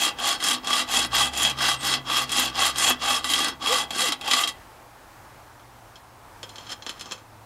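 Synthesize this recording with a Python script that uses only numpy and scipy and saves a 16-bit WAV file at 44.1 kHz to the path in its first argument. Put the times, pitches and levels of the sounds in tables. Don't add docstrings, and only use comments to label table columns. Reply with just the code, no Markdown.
import sys
import numpy as np
from scipy import signal
from scipy.fft import rfft, irfft
from scipy.io import wavfile
from scipy.ndimage import uniform_filter1d, map_coordinates

SR = 44100
rng = np.random.default_rng(int(sys.argv[2]) if len(sys.argv) > 2 else 0)


def generate_wav(signal):
    frames = np.transpose(np.atleast_2d(signal))
    scaled = np.clip(frames, -1, 1) * 32767
    pcm = np.round(scaled).astype(np.int16)
    wavfile.write(sys.argv[1], SR, pcm)


def voltage_ratio(decibels):
    exponent = np.asarray(decibels, float) / 20
    return 10 ** exponent


N = 328545
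T = np.arange(N) / SR

# (frequency [Hz], density [dB per Hz])
ROAD_SPECTRUM = [(12, -47), (20, -1.5), (90, -7), (119, -5.5), (141, -11.5), (166, -13), (202, -14.5),
                 (291, -9.5), (441, -14.5), (480, -11.5), (536, -11.5), (886, -6.5), (3020, -23.5),
                 (15600, -32)]
# (time [s], level [dB])
ROAD_LEVEL = [(0.0, -47), (7.45, -49)]
# (time [s], free blade length [half-waves of 12 kHz bending])
REVERSALS = [(-.1, 8), (.15, 10.4), (.39, 6.8), (.61, 11.3), (.87, 8.3), (1.1, 9.6), (1.31, 6.5),
             (1.55, 15.2), (1.79, 6.4), (2.03, 16.5), (2.27, 7.7), (2.52, 13.8), (2.74, 7), (2.98, 11.3),
             (3.22, 7.34), (3.569, 14.2), (3.87, 6.1), (4.19, 11.2), (4.56, 5.3)]
# (time the teeth catch [s], length [s], scrape level [dB], place of the peak [0-1], catch level [dB])
STROKES = [(-.08, 0.18, -22, 0.66, -40), (0.186, 0.17, -21.5, 0.59, -19), (0.402, 0.16, -22, 0.58, -19.5),
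           (0.6456, 0.19, -21.5, 0.6, -21.5), (0.887, 0.16, -21, 0.52, -20), (1.136, 0.16, -21, 0.36, -28),
           (1.3344, 0.19, -22.5, 0.57, -15.5), (1.5863, 0.17, -21, 0.48, -18),
           (1.8074, 0.16, -22.5, 0.57, -20), (2.071, 0.18, -22, 0.51, -32), (2.293, 0.21, -21.5, 0.53, -17),
           (2.554, 0.16, -20, 0.55, -20), (2.758, 0.17, -19, 0.59, -16.5), (3.0084, 0.19, -21, 0.55, -41),
           (3.243, 0.28, -24, 0.44, -9.5), (3.6253, 0.22, -21.5, 0.47, -28), (3.906, 0.2, -22, 0.65, -13.5),
           (4.2114, 0.25, -22.5, 0.63, -20)]
# (time [s], peak level [dB], thud above it [dB], fizz above it [dB])
SNAGS = [(.4387, -12, -20, 0.5), (.6713, -13, -6, -6), (.706, -11.5, -5, -16), (.7297, -8.5, -11, -25),
         (1.047, -11.5, -5, -7), (1.1349, -23, -1, -16.5), (1.1486, -10, -25, -28), (1.374, -21, -20, 4),
         (1.4301, -9.5, -16.5, 1), (1.4494, -5.5, -14, -17.5), (1.497, -13.5, -24, -2.5),
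         (1.938, -5.5, -22, -9), (2.16, -10, -23, -24), (2.3179, -15.5, -23.5, 1), (2.6193, -11.5, 1.5, 0),
         (2.7829, -16, -6, 5), (2.904, -8, 0.5, -9), (3.021, -16, -21, -15), (3.3024, -14, -21.5, -1),
         (3.3356, -7.5, -13, -3), (3.4443, -8.5, -6.5, -6), (3.4823, -13.5, -4, -3.5),
         (4.121, -6.5, -8, -8.5), (4.2621, -19, -10.5, -18), (4.2774, -10.5, -12, -11),
         (4.3116, -2, -20.5, -10), (4.334, -3, -16, -7.5), (4.4369, -9, -12, -27), (4.4747, -11, -23, -4.5),
         (4.488, -14.5, -15, -3.5)]
# (at full pressure [dB],
# follow [dB per dB of pressure], reach [dB per doubled blade length], push [dB])
CUT_PATHS = [(-6.5, 0.61, 1, 1.5), (-4.5, 1.4, -5.5, -1), (-19, 0.27, 1, -1.5)]
# (frequency [Hz], width [Hz], level [dB])
CUT_MODES = [(251.8, 6.2, -6), (308, 16, -9.5), (515, 9.9, -7.5), (694, 31, -5.5), (811, 69, -3.5),
             (1126, 17, 3), (1181, 53, 0.5), (1576, 136, -7.5), (1994, 44, -6), (2606, 60, -7),
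             (2763, 48, -4), (3088, 61, -3), (3260, 41, 0), (3332, 40, -0.5), (3870, 150, -10.5),
             (4360, 22, -4.5), (4890, 94, -10.5), (5278, 79, -8.5), (6070, 27, -10.5), (6380, 290, -18),
             (7210, 150, -12), (7800, 67, -20), (8800, 140, -19.5), (9000, 63, -23), (9800, 60, -19)]
# (frequency [Hz], density [dB per Hz])
STEEL_BED = [(90, -58.5), (190, -18), (420, -16.5), (800, -10), (1000, -9), (1400, -9), (2300, -15),
             (3300, -20), (3650, -12), (6000, -13.5), (10000, -22), (12500, -27.5), (16000, -62)]
# (time [s], firing rate [Hz], level [dB], second order level [dB])
PASSING_ENGINE = [
    (.85, 37.2, -54, -58),
    (1.2, 67.2, -46, -44),
    (1.37, 69.2, -47, -63),
    (1.47, 69.4, -47.5, -44),
    (2.01, 65.6, -57, -47),
    (2.61, 63.43, -50.5, -52.5),
    (3.17, 71.3, -54, -56.5),
    (3.8, 74.4, -58, -59.5),
    (4.3, 68.77, -75, -62),
]
# (time [s], frequency [Hz], level [dB])
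SQUEAL = [
    (1.76, 8540, -53),
    (1.798, 8180, -45),
    (1.83, 8304, -48),
]
# (time [s], tooth rate [Hz], level [dB])
TOOTH_BEATS = [
    [(3.63, 216, -35), (3.67, 365, -59), (3.7, 453, -32), (3.73, 529, -26.5), (3.76, 498, -38),
     (3.79, 448.7, -59)],
    [(3.96, 331, -36), (4.0, 456.5, -57), (4.04, 539, -31.5), (4.07, 434, -47.5), (4.1, 293.4, -40),
     (4.13, 251.8, -60)],
    [(3.29, 280, -52), (3.34, 318, -49), (3.45, 328, -40), (3.54, 253.4, -48), (3.57, 245, -57)],
]
# (time [s], frequency [Hz], level [dB])
FAR_ENGINES = [
    [(3.9, 116, -63), (4.32, 114.5, -66), (5.3, 118.8, -63), (5.62, 119.3, -58.5), (5.9, 118, -63),
     (6.25, 118, -59)],
    [(6.15, 95.8, -63), (6.5, 104, -55), (6.75, 106, -59), (6.95, 105.2, -68), (7.21, 106.5, -56.5),
     (7.45, 109, -53)],
]
# (time [s], peak level [dB], thud above it [dB], fizz above it [dB])
KNOCKS = [(5.2699, -55, 0, -8.5), (5.5956, -46, 2, -13), (5.9563, -35.5, -15, -17), (5.969, -51, -7, -17.5),
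          (6.4297, -23, -9.5, -9.5), (6.4918, -31.5, -20.5, -5), (6.557, -29, -17, -10),
          (6.582, -29.5, -6, -10), (6.608, -36, -8, -21), (6.6658, -35, -13, -17), (6.693, -26.5, -19, -9),
          (6.7193, -27, -18, -1.5), (6.822, -30, -12, -15), (6.8642, -21, -7, -10),
          (6.8933, -20, -11, -4.5), (6.995, -30, -13, -3), (7.01, -23, -10, -5.5), (7.0572, -31, -4, -6.5),
          (7.111, -23.5, -5.5, -12.5), (7.1198, -21.5, -6.5, -2), (7.178, -39.5, -3, -20.5)]
# (time [s], scrape level [dB])
NUDGES = [
    (6.428, -46),
    (6.456, -60.5),
    (6.69, -47.5),
    (6.722, -30.5),
    (6.782, -78),
    (6.9, -41),
    (6.926, -55),
    (7.136, -46),
    (7.25, -72),
]
# (at full pressure [dB], follow [dB per dB of pressure], reach [dB per doubled blade length], push [dB])
SLIDE_PATHS = [(-11, 0.65, 0, 0), (-6, 1.12, 0, 0), (-25.5, 0.39, 0, 0)]
# (frequency [Hz], width [Hz], level [dB])
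RESTING_MODES = [(522, 37, -4), (1180, 66, -4), (1570, 58, -6.5), (2600, 110, -4.5), (3255, 145, 7),
                 (3814, 49, -16.5), (4100, 47, -2), (4384, 41, 3), (5270, 52, 3.5), (6200, 140, -4),
                 (7100, 280, -4), (7460, 130, -15), (8900, 200, -18), (10000, 180, -11)]
# (frequency [Hz], time to fall 60 dB [s])
ROOM_DECAY = [(200, 0.09), (2000, 0.3), (10000, 0.013)]


def unit(x):
    return x / np.sqrt(np.mean(x ** 2) + 1e-20)


def along(points, hz):
    f, v = np.transpose(points)
    return np.interp(np.log(hz + 1), np.log(f + 1), v)


def curves(rows):
    s, *cols = np.transpose(rows)
    gate = np.clip(np.minimum(T - s[0], s[-1] - T) / 0.01, 0, 1)
    return [np.interp(T, s, c) for c in cols] + [gate]


def wobble(rate):
    return map_coordinates(rng.standard_normal(int(N * rate / SR) + 4), [T * rate])


def causal(gain, size=8192):
    c = irfft(np.log(gain(np.fft.rfftfreq(size, 1 / SR)) + 1e-6))
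    c[1:size // 2] *= 2
    c[size // 2 + 1:] = 0
    h = irfft(np.exp(rfft(c)))
    return h / np.linalg.norm(h)


def tone(hz, db, rough):
    phase = 2 * np.pi * np.cumsum(hz) / SR + rough * wobble(30)
    return np.sqrt(2) * voltage_ratio(db + 3.1 * rough * wobble(25)) * np.sin(phase)


def road():
    z = signal.stft(rng.standard_normal(N + 8192), nperseg=512)[2]
    patches = uniform_filter1d(uniform_filter1d(rng.standard_normal(z.shape), 6, 0), 14, 1)
    noise = signal.istft(z * voltage_ratio(0.7 * unit(patches)), nperseg=512)[1]
    colour = causal(lambda f: voltage_ratio(along(ROAD_SPECTRUM, f)))
    hiss = unit(signal.fftconvolve(noise, colour)[8192:N + 8192])
    return voltage_ratio(curves(ROAD_LEVEL)[0] + 0.6 * wobble(3.9)) * hiss


def blade_length():
    s, length = np.transpose(REVERSALS)
    step = np.interp(T, s, np.arange(len(s)))
    k = np.minimum(step.astype(int), len(s) - 2)
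    swing = np.pi * (step - k)
    return length[k] + (length[k + 1] - length[k]) * (1 - np.cos(swing)) / 2, np.sin(swing)


def stroke_motion(length, speed):
    return np.log2(length / 9), -speed * np.sign(np.gradient(length))


def teeth(speed, top_rate, scatter_db, grit):
    scrape_s = 0.0008
    count = np.cumsum((60 + top_rate * speed) * voltage_ratio(2 * wobble(150))) / SR
    bites = np.diff(np.floor(count), prepend=0) * voltage_ratio(scatter_db * rng.standard_normal(N))
    scrape = signal.lfilter([1], [1, -np.exp(-1 / (scrape_s * SR))], bites)
    rough = unit(scrape * rng.standard_normal(N)) + grit * rng.standard_normal(N)
    return rough / np.sqrt(np.abs(uniform_filter1d(rough ** 2, 4000)) + 1e-9)


def tooth_bite(speed):
    unsteady = voltage_ratio(0.5 * wobble(40) + 0.8 * wobble(110))
    bite = teeth(speed, top_rate=520, scatter_db=2.5, grit=1.1) * unsteady
    return bite * np.where(T < REVERSALS[-1][0], 1 - 0.43 * np.exp(-(speed / 0.51) ** 2), 1)


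def pressure():
    lead_s, swell, relax_s = 0.037, 0.94, 0.019
    level = np.zeros(N)
    for s, length, db, peak in np.array(STROKES)[:, :4]:
        lean = np.log(0.5) / np.log(np.clip(peak, 0.1, 0.95))
        place = np.clip((T - s + lead_s) / (length + lead_s), 0, 1) ** lean
        level += voltage_ratio(db) * np.abs(np.sin(np.pi * place)) ** swell
    keep = np.exp(-1 / (relax_s * SR))
    level = signal.lfilter([1 - keep], [1, -keep], level, zi=[level[0]])[0]
    return 20 * np.log10(level + 1e-5), np.clip((REVERSALS[-1][0] - T) * 20 + 1, 0, 1)


def force(db, gate, laws, motion, events, t60, bite, gain_db, boom_db):
    full_db = -22
    reach, push = motion
    thud, fizz, boom = [full_db + top + follow * (db - full_db) + longer * reach + down * push
                        for top, follow, longer, down in laws]
    out = np.pad(gate * bite * voltage_ratio(np.array([thud, db, fizz, boom])), [(0, 0), (0, SR)])
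    t = T[:SR // 6]
    shape = voltage_ratio(-60 * t / max(t60, 0.004)) + 1.1 * voltage_ratio(-60 * t / 0.0064)
    shape *= 1 - np.exp(-t / 0.0002)
    for s, peak_db, thud_db, fizz_db in events:
        burst = voltage_ratio(peak_db + gain_db) * shape * np.sign(rng.standard_normal(len(t)))
        start = round(s * SR)
        out[:, start:start + len(t)] += voltage_ratio([[thud_db], [0], [fizz_db], [thud_db + boom_db]]) * burst
    return out[:, :N]


def paths(modes, bed_db, shift_db):
    shift = shift_db * rng.standard_normal(len(modes))
    bend = 1 + shift_db / 700 * rng.standard_normal(len(modes))

    def lines(f):
        return sum(voltage_ratio(db + d) ** 2 / (1 + (2 * (f - c * b) / w) ** 2)
                   for (c, w, db), d, b in zip(modes, shift, bend))

    def steel(f):
        return np.sqrt(voltage_ratio(along(STEEL_BED, f) + bed_db) ** 2 + lines(f) / (1 + (f / 11000) ** 8))

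    def below(f, edge):
        return 1 / np.sqrt(1 + (f / edge) ** 8)

    def above(f, edge):
        return np.sqrt(1 - below(f, edge) ** 2)

    edges = [(420, 1800), (1800, 6500), (6500, 30000), (150, 420)]
    return [causal(lambda f: steel(f) * above(f, lo) * below(f, hi)) for lo, hi in edges]


def ring(push, modes, bed_db, shift_db):
    share = voltage_ratio(41 * np.array([wobble(rate) for rate in (9, 9, 13, 13, 7, 15)]))
    share = share / share.sum(0)
    metal = sum(signal.fftconvolve(push * w, paths(modes, bed_db, shift_db), axes=1)[:, :N] for w in share)
    return metal.sum(0)


def blade_song(fizz, length, width_hz, centre_hz, spread, flicker_db):
    n = round(REVERSALS[-1][0] * SR) + 4000
    song, pole = np.zeros(N), np.exp(-np.pi * width_hz / SR)
    for order in range(4, 15):
        hz = 12000 * (order / length[:n]) ** 2
        turn = np.exp(2j * np.pi * np.cumsum(hz) / SR)
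        window = np.exp(-(np.log(hz / centre_hz) / spread) ** 2) * (hz < SR / 2)
        heard = window * voltage_ratio(flicker_db * wobble(70)[:n])
        mode = signal.lfilter([np.sqrt(1 - pole ** 2)], [1, -pole], fizz[:n] / turn) * turn
        song[:n] += heard * np.real(mode)
    return song


def sawing():
    length, speed = blade_length()
    catches = [(s, db, -7.5, -8) for s, *_, db in STROKES[1:]]
    cutting = force(*pressure(), CUT_PATHS, stroke_motion(length, speed), catches + SNAGS, t60=0.077,
                    bite=tooth_bite(speed), gain_db=-11.5, boom_db=-10.5)
    song = blade_song(cutting[2], length, width_hz=450, centre_hz=10800, spread=0.2, flicker_db=6.5)
    return ring(cutting, CUT_MODES, bed_db=-4.5, shift_db=3) + voltage_ratio(-13.5) * song


def garage(x):
    hz, t, z = signal.stft(rng.standard_normal(SR // 2), SR, nperseg=256)
    decay = voltage_ratio(-60 * t / along(ROOM_DECAY, hz)[:, None])
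    tail = signal.istft(z * decay, SR, nperseg=256)[1]
    return signal.fftconvolve(np.pad(x, (300, 0)), tail / np.linalg.norm(tail))[:N]


def passing_engine():
    hz, db, second_db, gate = curves(PASSING_ENGINE)
    load = np.clip(np.gradient(uniform_filter1d(hz, 4000)) * SR / 60, 0, 1)
    third = load * tone(3 * hz, db - 6, rough=0.17)
    return gate * (third + tone(hz, db, rough=0.28) + tone(2 * hz, second_db, rough=0.54))


def whines():
    out = np.zeros(N)
    for rows, rough in zip([SQUEAL, *TOOTH_BEATS], [0.2, 0.5, 0.6, 1.5]):
        hz, db, gate = curves(rows)
        out += gate * tone(hz, db, rough)
    return out


def far_engines():
    return sum(gate * tone(hz, db, rough=0.16) for hz, db, gate in map(curves, FAR_ENGINES))


def setting_down():
    length, speed = blade_length()
    resting = force(*curves(NUDGES), SLIDE_PATHS, stroke_motion(length, speed), KNOCKS, t60=0.081,
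                    bite=tooth_bite(speed), gain_db=-8, boom_db=-5.5)
    return ring(resting, RESTING_MODES, bed_db=0, shift_db=4)


def scene():
    work = sawing() + whines() + setting_down()
    outside = road() + passing_engine() + far_engines()
    return (work + voltage_ratio(-18) * garage(work) + outside)[None]


def top_cut(x):
    return signal.sosfilt(signal.butter(12, 15790, fs=SR, output="sos"), x)


def record(dry):
    hz = np.fft.rfftfreq(N, 1 / SR)
    band = (hz < 15790) / np.sqrt(1 + (40 / (hz + 1)) ** 6)
    return top_cut(irfft(rfft(dry) * band, N))


dry = scene()
out = record(dry)
generate_wav(out)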